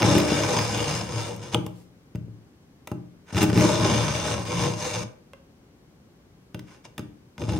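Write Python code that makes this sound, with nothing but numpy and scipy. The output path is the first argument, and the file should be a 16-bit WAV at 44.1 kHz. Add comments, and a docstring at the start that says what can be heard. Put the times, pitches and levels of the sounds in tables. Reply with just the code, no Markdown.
"""A kitchen knife is drawn through a pull-through sharpener that stands on a worktop in a small tiled kitchen.
Stick-slip friction grates the edge over the carbide: dense, clumped slips drive the modes of blade, holder and
worktop, with dry scratch noise. Impulses make the ticks and thuds of the knife in the slot, the clack of its
dropping tip and one hollow touch. Decaying noise echoes form the room; a soft rustle and a quiet hum, both
filtered noise, lie below."""
import sys
import numpy as np
from scipy import signal
from scipy.fft import rfft, irfft, next_fast_len
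from scipy.io import wavfile

SR = 44100
rng = np.random.default_rng(int(sys.argv[2]) if len(sys.argv) > 2 else 0)


def transcribe(signal):
    """Save signal, clipped to [-1, 1], as a 16-bit WAV file at the path in sys.argv[1]."""
    frames = np.atleast_2d(signal).T
    limited = np.clip(frames, -1, 1)
    pcm = np.round(limited * 32767).astype(np.int16)
    wavfile.write(sys.argv[1], SR, pcm)


N = 334719   # samples

# pulls of the edge through the slot, one list each: [t/s, grating level/dB, worktop weight over grating/dB]
STROKES = [
    [(0.0, -27.5, 22.5), (0.026, -46, 17.5), (0.045, -29.5, 9.5), (0.11, -29.5, 16), (0.188, -29.5, 2.5),
     (0.234, -34, 10), (0.33, -30.5, 5.5), (0.432, -31, 1.5), (0.55, -31.5, 5.5), (0.668, -32, 1),
     (0.686, -35.5, 5.5), (0.82, -33.5, 4), (0.956, -33.5, 2), (1.03, -40, 2), (1.102, -46.5, 9),
     (1.158, -38, 9), (1.234, -38, 2.5), (1.31, -44, 8), (1.39, -55.5, 16), (1.44, -45, 6),
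     (1.514, -51.5, 10), (1.53, -36.5, 11.5), (1.552, -36, 14.5)],
    [(3.322, -42.5, 1.5), (3.348, -47, 23), (3.364, -38.5, 12.5), (3.382, -27, 3), (3.39, -33.5, 7),
     (3.42, -28, 1), (3.442, -34.5, 3), (3.46, -45.5, 17.5), (3.522, -45, 16.5)],
    [(3.522, -41.5, 18.5), (3.58, -34, 5.5), (3.628, -29.5, 10.5), (3.766, -30.5, 6), (3.77, -34, 16),
     (3.85, -33.5, 13), (3.94, -31, 8.5), (4.04, -33, 6.5), (4.146, -34.5, 5), (4.15, -32.5, -1),
     (4.236, -37, 8), (4.288, -31.5, 4), (4.345, -36, 5), (4.39, -42, 9), (4.435, -39, 7.5),
     (4.447, -53, 16), (4.456, -39, 7), (4.484, -39, 5.5), (4.56, -36.5, 6), (4.652, -31.5, 7.5),
     (4.70, -38, -0.5), (4.76, -43.5, 3.5), (4.81, -36, -1), (4.85, -33.5, 2.5), (4.9, -36, -3),
     (4.96, -36, -3), (5.035, -40.5, 9.5), (5.042, -55, 11.5), (5.06, -72, 11)],
    [(7.385, -54, 7), (7.397, -57.5, 34.5), (7.415, -49, 12.5), (7.471, -52, 16), (7.497, -43.5, 19),
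     (7.54, -46, 18), (7.59, -48.5, 20)],
]
# the edge brushes the slot while being seated: [middle t/s, half length/s, level/dB, brightness/(dB/octave)]
BRUSHES = [(3.301, 0.03, -53, -2.5), (6.723, 0.06, -56.5, 0), (6.855, 0.012, -49.5, 0.5)]
SEAT_S, LIFT_S = 0.0049, 0.0036   # a stroke fades in as the edge seats, stops as it lifts
HOLDER_OVER_DB, HOLDER_WEIGHT_SHARE = 2.5, 0.25   # the holder feels the grating and part of the weight
BRIGHTNESS, BRIGHTER_PER_DB, FULL_DRAG_DB = 1.7, 0.07, -27   # dB/octave; a lighter drag is brighter


def stroke_controls():
    """Load-dependent friction: grating level and weight set the three bodies' gains and the brightness."""
    t = np.arange(N) / SR
    level_db, weight_db = np.full(N, -200.), np.zeros(N)   # silent between strokes
    for rows in STROKES:
        s, level, weight = np.transpose(rows)
        on = (t >= s[0]) & (t <= s[-1])
        # no fade where a stroke is already under way at the start or still under way at the end
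        seating = (t[on] - s[0]) / SEAT_S + (s[0] == 0)
        lifting = (s[-1] - t[on]) / LIFT_S + (s[-1] >= t[-1])
        fade = np.clip(np.minimum(seating, lifting), 1e-6, 1)
        level_db[on] = np.interp(t[on], s, level) + 20 * np.log10(fade)
        weight_db[on] = np.interp(t[on], s, weight)
    brightness = BRIGHTNESS + BRIGHTER_PER_DB * np.clip(FULL_DRAG_DB - level_db, -10, 30)
    for s, half, db, tilt in BRUSHES:
        brush_db = db - 10 * ((t - s) / half) ** 2
        brightness[brush_db > level_db] = tilt
        level_db = np.maximum(level_db, brush_db)
    holder_db = level_db + HOLDER_OVER_DB + HOLDER_WEIGHT_SHARE * weight_db
    return from_db(level_db), from_db(holder_db), from_db(level_db + weight_db), brightness, weight_db


def catches():
    """Stick-slip: uneven one-way pulses, each time a wandering phase completes a turn."""
    rate_hz = 95 * from_db(2.5 * drift(30) + 1.5 * drift(2.5))
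    turns = np.cumsum(rate_hz) / SR
    released = np.diff(np.floor(turns), prepend=0) > 0
    return released * from_db(rng.normal(0, 1.0, N))


PULL_STARTS_S, PULL_S = [-0.15, 3.35, 7.38], 1.1


def contact_place():
    """Uniform motion: the contact runs evenly along the edge, from -.5 (heel) to +.5 (tip)."""
    t, starts = np.arange(N) / SR, np.array(PULL_STARTS_S)
    pull = np.maximum(np.searchsorted(starts - .1, t) - 1, 0)
    return np.clip((t - starts[pull]) / PULL_S, 0, 1) - .5


WANDER_DB = 1.8   # the contact travels along the edge, so each mode swells and fades


def dragged(modes, drag, brightness, damping):
    """Forced modal vibration: drag on the slot's two faces drives every damped mode; levels are rms shares."""
    out, place = 0, contact_place()
    for k, (hz, level_db, t60, toward_tip_db) in enumerate(modes):
        t60 = t60 * damping
        unit_rms = np.sqrt(12 * np.log(10) / (t60 * SR))   # evens out the energy of long and short rings
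        gain = from_db(level_db + brightness * np.log2(hz / 4000)) * unit_rms
        travel = from_db(toward_tip_db * place + WANDER_DB * drift(3.4))
        both, apart = ring(drag * gain * travel, hz, t60)
        share = np.clip(0.14 * np.log2(hz / 200), 0, 1)   # short waves tell the two faces apart
        out = out + (-1) ** k * (both + share * apart * [[1], [-1]])
    return out / np.sqrt(np.sum(from_db(2 * np.array(modes)[:, 1])))


# unringing scratch bands: [low f/Hz, high f/Hz, level over blade/dB]
GRIT = [(856, 2730, -3.5), (2520, 7050, -6.5), (6390, 9900, -20.5), (9900, 15000, -32),
        (13000, 16500, -37.5)]


def scratch(force, brightness):
    """Abrasive friction noise: the grinding itself, broad and dry, partly apart on the two faces."""
    out = 0
    for low_hz, high_hz, level_db in GRIT:
        both, apart = bandpass(force, low_hz, high_hz)
        gain = from_db(level_db + brightness * np.log2(np.sqrt(low_hz * high_hz) / 4000))
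        unit_rms = np.sqrt(SR / 2 / (high_hz - low_hz))
        out = out + gain * unit_rms * (both + 0.53 * apart * [[1], [-1]])
    return out


# modes of the steel blade: [f/Hz, level/dB, t60/s before pressing, gain from heel to tip/dB]
BLADE = [(1508, 2, 0.023, -1), (1900, -6.5, 0.0023, 0.98), (2110, -5.5, 0.022, 1), (2341, -2, 0.018, -1.3),
         (2710, 0.5, 0.026, -1), (2860, 2.5, 0.0052, 0.91), (3590, 0.5, 0.015, 0.97),
         (4390, -5.5, 0.003, 0.91), (4880, -1, 0.007, 1), (5325, -3, 0.007, 0.94),
         (6160, -1.5, 0.009, 0.73), (6517, -3.5, 0.0064, 1), (8250, -10.5, 0.005, 0.99),
         (8700, -12, 0.0064, 0.9)]
# modes of the plastic holder: [f/Hz, level/dB, t60/s before pressing, gain from heel to tip/dB]
HOLDER = [(440, -6.5, 0.045, -5), (458.4, -4, 0.1104, 1.5), (482.3, -4.5, 0.12, 5), (520.5, -6.5, 0.147, 4),
          (547, -3, 0.03, 1), (612.7, 1.5, 0.055, -6), (652, -3, 0.028, -7.5), (810, -6, 0.038, -2),
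          (851, -8.5, 0.12, -4), (935.4, -4.5, 0.028, 1.5), (1060, -5.5, 0.033, 3),
          (1181, -10.5, 0.057, -2.5), (1332, -15, 0.041, 2.5)]
# modes of the worktop slab: [f/Hz, level/dB, t60/s before pressing, gain from heel to tip/dB]
WORKTOP = [(80, -5, 0.62, 0.5), (95, -8.5, 0.2214, -8), (111.8, 3.5, 0.43, 6), (125.8, -0.5, 0.56, 2.5),
           (147, -2, 0.33, 6), (176.2, -1.5, 0.7, 8.5), (184.6, -2.5, 0.1, 4), (208.2, 0.5, 0.44, 0),
           (235, -3.5, 0.11, -2), (295.1, -3, 0.66, -7), (311.9, -4, 0.35, -1.5), (342, -5, 0.35, 0.5),
           (387.7, -10.5, 0.48, 0.5)]
SLIPS_PER_S, SLIP_SPREAD_DB, CLUMP_DB = 5000, 2.5, 2.5   # the clumps swing the rates of slips and judder
JUDDER_PER_S, JUDDER_SPREAD_DB = 400, 4
CATCH_BURST_S, CATCH_DEPTH = 0.0013, 1.6   # depth at a weight of 12.5 dB
CATCH_WEIGHT_SHARE = 0.53   # a heavier hand catches harder
PRESSED_T60_SHARE = 0.87   # a pressing hand and blade damp every mode during a stroke
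PRESSED_WORKTOP_SHARE = 0.48   # the weight damps the slab more


def grating():
    """Friction-excited resonance: slips burst after each catch; catches and judder shake holder and worktop."""
    blade, holder, worktop, brightness, weight_db = stroke_controls()
    caught = catches()
    depth = CATCH_DEPTH * from_db(CATCH_WEIGHT_SHARE * (weight_db - 12.5))
    burst = 1 + depth * signal.lfilter([1], [1, -np.exp(-1 / (CATCH_BURST_S * SR))], caught)
    clumps = from_db(CLUMP_DB * drift(120))
    trains = np.array([grains(SLIPS_PER_S * clumps, SLIP_SPREAD_DB) for train in range(4)])
    slips = rms_one(burst * trains)
    judder = grains(JUDDER_PER_S * clumps, JUDDER_SPREAD_DB)
    # row 0 pushes both faces alike, row 1 pushes them apart
    mixed = rms_one(slips[:2] + 0.74 * judder * [[1], [0]])
    shaking = rms_one(judder + 0.65 * rms_one(caught) + 0.52 * slips[2:])
    blade_ring = dragged(BLADE, blade * mixed, brightness, PRESSED_T60_SHARE)
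    grit = scratch(blade * slips[2:], brightness)
    holder_ring = dragged(HOLDER, holder * mixed, 0, PRESSED_T60_SHARE)
    worktop_ring = dragged(WORKTOP, worktop * shaking, 0, PRESSED_WORKTOP_SHARE)
    return blade_ring + grit + holder_ring + worktop_ring


SCUFF_S, SCUFF_SHARE = 0.0042, 0.27
SCUFF_TAIL_S, SCUFF_TAIL_SHARE = 0.014, 0.031   # the edge settles after each contact
CRACK_TREBLE_HZ = 5860
CLACK_HZ, CLACK_DB = (1300, 2900), -2   # the slot's hollow lends each crack a dull middle


def cracks():
    """Impulsive contact: a sharp click and a short dying scuff, each with its own share of treble."""
    out, t = np.zeros((2, N + 2000)), np.arange(2000) / SR
    scuff = SCUFF_SHARE * np.exp(-(t / SCUFF_S) ** 2) + SCUFF_TAIL_SHARE * np.exp(-t / SCUFF_TAIL_S)
    noises = rng.standard_normal((len(KNOCKS), 2000))
    for (s, peak_db, *_, treble_db), noise in zip(KNOCKS, noises):
        shape = noise * scuff
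        shape[0] = -1   # the click
        at = round(s * SR)
        out[:, at:at + 2000] += from_db([[peak_db], [peak_db + treble_db]]) * shape
    body = signal.lfilter(*signal.butter(2, CRACK_TREBLE_HZ, fs=SR), out[0, :N] + 1e-18)
    treble = signal.lfilter(*signal.butter(2, CRACK_TREBLE_HZ, "high", fs=SR), out[1, :N] + 1e-18)
    force = body + treble
    broad = signal.lfilter(*signal.butter(1, [500, 5000], "band", fs=SR), force)
    middle = signal.lfilter(*signal.butter(1, CLACK_HZ, "band", fs=SR), force)
    return broad + from_db(CLACK_DB) * middle


def struck(modes, column, knock_db, scatter_db, flip, hard_share=1):
    """Impulse response of modes: one push strikes each by its own strength; hard ones favour upper modes."""
    rows, out = np.array(KNOCKS), 0
    at = np.round(rows[:, 0] * SR).astype(int)
    scatter = rng.normal(0, scatter_db, (len(rows), len(modes)))
    middle = np.exp(np.mean(np.log(np.array(modes)[:, 0])))
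    for k, (hz, level_db, t60, _) in enumerate(modes):
        push = np.zeros(N)
        tilt_db = hard_share * rows[:, 4] * np.log2(hz / middle)
        mode_db = level_db - 10 * np.log10(t60) + tilt_db + scatter[:, k]
        push[at] = from_db(rows[:, column] + knock_db + mode_db)
        out = out - flip ** k * ring(push, hz, t60)   # flip near -1: neighbouring modes start opposite ways
    return out


# knife meets or snags in the slot, levels relative:
# [t/s, crack level/dB, holder level/dB, worktop level/dB, hardness/(dB/octave), crack treble level/dB]
KNOCKS = [(0.0199, -9, -17.5, -26, 0.5, -5.5), (0.028, -6.5, -13.5, -18, 1.5, -8),
          (0.047, -20, -31, -13.5, 0.5, -1.5), (0.152, -22, -32, -18.5, 11, 0.5),
          (0.163, -28, -43, -16, 8, -0.5), (0.1805, -11, -36, -34, 14, 2.5),
          (0.2005, -13, -33.5, -33, 3, -1.5), (0.3189, -16.5, -19.5, -18.5, 5, -7.5),
          (0.5884, -12.5, -22, -52, 1, -3), (0.7753, -17, -41, -29, 2, -2), (0.817, -24, -41.5, -30, 4, -1),
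          (1.093, -35, -44.5, -45, 7.5, 0), (1.362, -38, -55, -55, 1.5, 10),
          (1.546, -14.5, -10.5, -20.5, -1, 0), (1.581, -58, -43.5, -26.5, 4.5, 1.5),
          (1.664, -27, -30, -29, 1.5, 6), (2.1496, -38, -38, -26.5, -7, -3),
          (2.156, -33, -36, -41, -3, 1.5), (2.183, -80, -59, -39, -9, 0), (2.282, -82, -80, -36, -6, 0),
          (2.8729, -22.5, -30, -45, 6.5, 4), (2.916, -29, -23.5, -24, 2, 0.5),
          (3.3262, -31, -38, -32.5, -10, -8), (3.339, -33, -33, -42, 8.5, -8),
          (3.346, -22, -38, -29.5, -17.5, -8), (3.3571, -21, -41, -23.5, -8.5, -4),
          (3.3678, -15, -26, -33, 13, -6), (3.379, -14.5, -37, -20.5, 6, -4),
          (3.408, -16, -30, -32, -2, -3), (3.4168, -10.5, -34, -16.5, 2, -2),
          (3.4292, -14, -50, -15.5, 4, 7.5), (3.439, -10.5, -26, -14.5, 1, 0),
          (3.4996, -17, -22, -47, 4.5, -6), (3.5299, -21, -26, -18.5, 6.5, -8.5),
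          (3.558, -21, -27, -23, 4, -9), (3.566, -21.5, -30, -16, 6, -4), (3.575, -12.5, -35, -15, -2, -4),
          (3.582, -18, -33, -20, 12.5, 3), (3.598, -16, -34, -19.5, 0, 0),
          (3.6084, -13, -34, -17.5, 7.5, -1), (3.922, -27, -38, -35, -16, 0),
          (4.1512, -18, -43, -28.5, 0, -8), (4.454, -28, -48, -41, 0, -3), (4.475, -24.5, -43, -49, 0, -5),
          (4.668, -28, -19, -26.5, 0.5, -6), (4.701, -32, -34, -33, -3, -6),
          (6.545, -25, -30, -28.5, 0, -1), (6.593, -28, -49, -48, 8, 0),
          (6.9797, -20.5, -26.5, -37.5, 0.5, 3), (6.9931, -28, -35, -28, 3, 0),
          (7.380, -28, -34, -39, -6, -4), (7.4177, -26, -25, -29, -7, -4),
          (7.438, -30, -45, -28.5, -11.5, -8), (7.482, -34.5, -48, -27.5, -14, -5),
          (7.493, -24, -44, -29.5, -3, -10), (7.521, -29, -25.5, -24, -10, 0),
          (7.533, -26, -34, -41, -8, -11), (7.544, -32, -36, -41, -8, -3), (7.566, -26, -37, -25.5, -2, -4)]
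THUD_CUT_HZ = 550   # the slab takes a blow softly


def knocks():
    """Impact excitation: each contact cracks and rings the blade, the holder and the softly struck worktop."""
    blade = struck(BLADE, column=1, knock_db=-33, scatter_db=3.0, flip=-0.96, hard_share=0)
    holder = struck(HOLDER, column=2, knock_db=-23.0, scatter_db=4.0, flip=-1.002)
    thuds = struck(WORKTOP, column=3, knock_db=-12.0, scatter_db=1.5, flip=0.99)
    soft_thuds = signal.lfilter(*signal.butter(2, THUD_CUT_HZ, fs=SR), thuds)
    blows = from_db(1.0) * cracks() + blade + holder + soft_thuds
    # a brief blow hardly moves the slab's deepest bass
    return signal.lfilter(*signal.butter(2, 95, "high", fs=SR), blows)


# modes of the blade tip: [f/Hz, level/dB, t60/s]
DROP = [(2720, -2.5, 0.006), (3070, 7, 0.0057), (3540, 2, 0.0068), (4870, -22, 0.006), (7290, -16, 0.006),
        (8800, -12, 0.006)]
DROP_S, DROP_DB, DROP_RATTLE_S = 1.5452, -12, 0.0017


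def drop():
    """Impact with rattle: the tip drops off the carbide and its few broad modes give a hard clack."""
    t, push = np.arange(4000) / SR, np.zeros(N)
    dying = np.exp(-t / DROP_RATTLE_S) + .04 * np.exp(-t / 0.014)
    rattle = 0.087 * rng.standard_normal(4000) * dying
    rattle[0] = 1   # the push itself
    push[round(DROP_S * SR):][:4000] = from_db(DROP_DB) * rattle
    return sum((-1) ** k * from_db(db) * ring(push, hz, t60) for k, (hz, db, t60) in enumerate(DROP))


# modes of the small hollow tick: [f/Hz, level/dB, t60/s]
TICK = [(547, -3.5, 0.1), (1078, -4.5, 0.038), (1570, -6, 0.028), (2080, -12, 0.045), (2700, -4.5, 0.018),
        (3260, -8.5, 0.02)]
TICK_S, TICK_DB = 5.334, -38


def tick():
    """Light impact: the lifted knife touches something, clicks and rings a few short modes."""
    push = np.zeros(N)
    push[round(TICK_S * SR)] = from_db(TICK_DB)
    click = from_db(10.5) * signal.lfilter(*signal.butter(1, [2500, 8000], "band", fs=SR), push)
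    return click + sum((-1) ** k * from_db(db) * ring(push, hz, t60) for k, (hz, db, t60) in enumerate(TICK))


def echo_tail(t60_table, db_table, first_s):
    """Diffuse reverberation: noise-like echoes, other ones on each side, dying band by band."""
    t, tail = np.arange(SR) / SR, 0
    edges = 50 * 2 ** np.arange(0, 9.)
    for low, high in zip(edges, np.minimum(2 * edges, .45 * SR)):
        centre = np.sqrt(low * high)
        band = bandpass(rng.standard_normal((2, SR)), low, high)
        decay = from_db(-60 * t / at_hz(t60_table, centre)) * (t > first_s)
        tail = tail + band * decay * from_db(at_hz(db_table, centre)) / np.sqrt(np.sum(decay ** 2))
    return tail


# level difference of the two microphone ports: [f/Hz, left minus right level/dB]
PORT_BALANCE = [(60, 6), (130, 4), (290, 1), (640, 0.5), (1410, -1.5), (3100, 1), (6000, 2), (8500, 4.5),
                (15000, 0)]
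# phase difference of the ports: [f/Hz, left lead/rad]
PORT_PHASE = [(3400, 0), (4600, 0.85), (5600, 0), (6630, 1.1), (8440, 0.1), (9300, 0.8), (14000, 0.41)]
# echoes of worktop, tiles and hands right beside the slot: [f/Hz, level over direct sound/dB]
NEAR_DB = [(80, -15), (300, -16), (1000, -7), (4000, -9), (12000, -4)]
NEAR_T60_S = 0.022
# decay of the kitchen: [f/Hz, t60/s]
KITCHEN_T60 = [(80, 0.13), (500, 0.51), (1500, 0.45), (4000, 0.32), (10000, 0.31)]
# late echoes of the kitchen: [f/Hz, level over direct sound/dB]
KITCHEN_DB = [(80, -9.5), (300, -15.5), (600, -1.5), (1200, -7.5), (3000, -6.5), (6000, -10), (12000, -9)]
DROP_ROOM_DB = -8   # the tip faces the microphone, so its clack carries less of the room


def ports_and_kitchen(x, facing):
    """Convolution with a room response: direct sound, near echoes and late tail at two microphone ports."""
    size = next_fast_len(N + SR)
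    hz = np.maximum(np.fft.rfftfreq(size, 1 / SR), 10)
    # half the difference between the ports goes to each
    half = from_db(at_hz(PORT_BALANCE, hz) / 2) * np.exp(.5j * at_hz(PORT_PHASE, hz))
    near = 1 + rfft(echo_tail([(1000, NEAR_T60_S)], NEAR_DB, first_s=.0004), size)
    late = rfft(echo_tail(KITCHEN_T60, KITCHEN_DB, first_s=0.0041), size)
    heard = rfft(x, size) * (near + late) + rfft(facing, size) * (near + from_db(DROP_ROOM_DB) * late)
    return irfft(heard * np.array([half, 1 / half]), size)[:, :N]


# a soft rustle as the arm swings the knife back: [middle t/s, half length/s, level/dB]
RUSTLES = [(1.79, 0.08, -62), (1.63, 0.06, -61)]


def rustle():
    """Granular friction noise: dense soft grains that swell and fade, other ones on each side."""
    t = np.arange(N) / SR
    swell = sum(from_db(db - 10 * ((t - s) / half) ** 2) for s, half, db in RUSTLES)
    cloth = np.array([grains(6000, 3.3) for side in range(2)])
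    return swell * rms_one(signal.lfilter(*signal.butter(1, (900, 8920), "band", fs=SR), cloth))


# spectrum of the room hum: [f/Hz, relative level per Hz/dB]
HUM = [(25, 1.5), (40, 8.5), (55, -1.5), (145, -5), (229, -2), (260, -13), (305, 3), (340, -10), (620, -19),
       (1600, -26), (4200, -32.5), (5300, -32), (6200, -37.5), (7600, -37.5), (16000, -43)]
# interaural likeness of the hum: [f/Hz, left-right correlation]
HUM_LIKENESS = [(60, 0.897), (240, 0.98), (950, 0.2), (3770, -0.44), (15000, -0.023)]
HUM_DB = -51.5   # mean of the two sides, which stand 0.8 dB above and below


def hum():
    """Partly coherent stationary noise in half-octave bands, alike on both sides in the bass."""
    out, edges = 0, 25 * 2 ** np.arange(0, 9.6, .5)
    white = rng.standard_normal((2, 2, N))   # neighbouring bands use different noise
    for k, (low, high) in enumerate(zip(edges, edges[1:])):
        mid, side = bandpass(white[k % 2], low, high)
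        hz = np.sqrt(low * high)
        alike = np.clip(at_hz(HUM_LIKENESS, hz), -1, 1)
        stereo = np.sqrt(1 + alike) * mid + np.sqrt(1 - alike) * side * [[1], [-1]]
        out = out + from_db(at_hz(HUM, hz)) * stereo
    return from_db(HUM_DB) * rms_one(out) * from_db([[.8], [-.8]])


def ring(force, hz, t60):
    """Damped harmonic oscillator: a unit click sets a sine of height 1 ringing."""
    r, w = from_db(-60 / (t60 * SR)), 2 * np.pi * hz / SR
    return signal.lfilter([0, np.sin(w)], [1, -2 * r * np.cos(w), r * r], force + 1e-18)


def grains(per_s, spread_db):
    """Poisson-like process: random clicks of uneven size and sign; rms 1."""
    sizes = from_db(spread_db * np.minimum(rng.exponential(1, N), 5)) * rng.choice([-1, 1], N)
    return rms_one(sizes * (rng.random(N) < per_s / SR))


def drift(rate):
    """Low-passed random fluctuation: a double one-pole at rate/Hz on every 40th sample, run in; spread 1."""
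    r = np.exp(-80 * np.pi * rate / SR)
    slow = signal.lfilter([1], [1, -2 * r, r * r], rng.standard_normal(N // 40 + 2002))[2000:]
    return np.interp(np.arange(N) / 40, np.arange(len(slow)), rms_one(slow))


def bandpass(x, low_hz, high_hz):
    """Band limitation: a Butterworth band-pass."""
    return signal.sosfilt(signal.butter(2, [low_hz, high_hz], "band", fs=SR, output="sos"), x)


def from_db(db):
    """Logarithmic level law: decibels to gain."""
    return 10 ** (np.asarray(db) / 20)


def rms_one(x):
    """Energy normalisation: scaled to unit rms."""
    return x / np.sqrt(np.mean(x ** 2) + 1e-20)


def at_hz(points, hz):
    """Logarithmic pitch scale: straight lines on a log-frequency axis."""
    return np.interp(np.log(hz), np.log(np.array(points)[:, 0]), np.array(points)[:, 1])


def scene():
    """Superposition: knife and dropping tip in the kitchen, over the rustle and the hum."""
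    knife = grating() + knocks() + tick()
    return ports_and_kitchen(knife, drop()) + rustle() + hum()


def record(dry):
    """Band-limited transduction: the microphone drops the deep bass; the top is cut."""
    thin = signal.sosfilt(signal.butter(4, 68.62, "high", fs=SR, output="sos"), dry)
    return signal.sosfilt(signal.ellip(12, .5, 70, 15800, fs=SR, output="sos"), thin)


dry = scene()
out = record(dry)
transcribe(out)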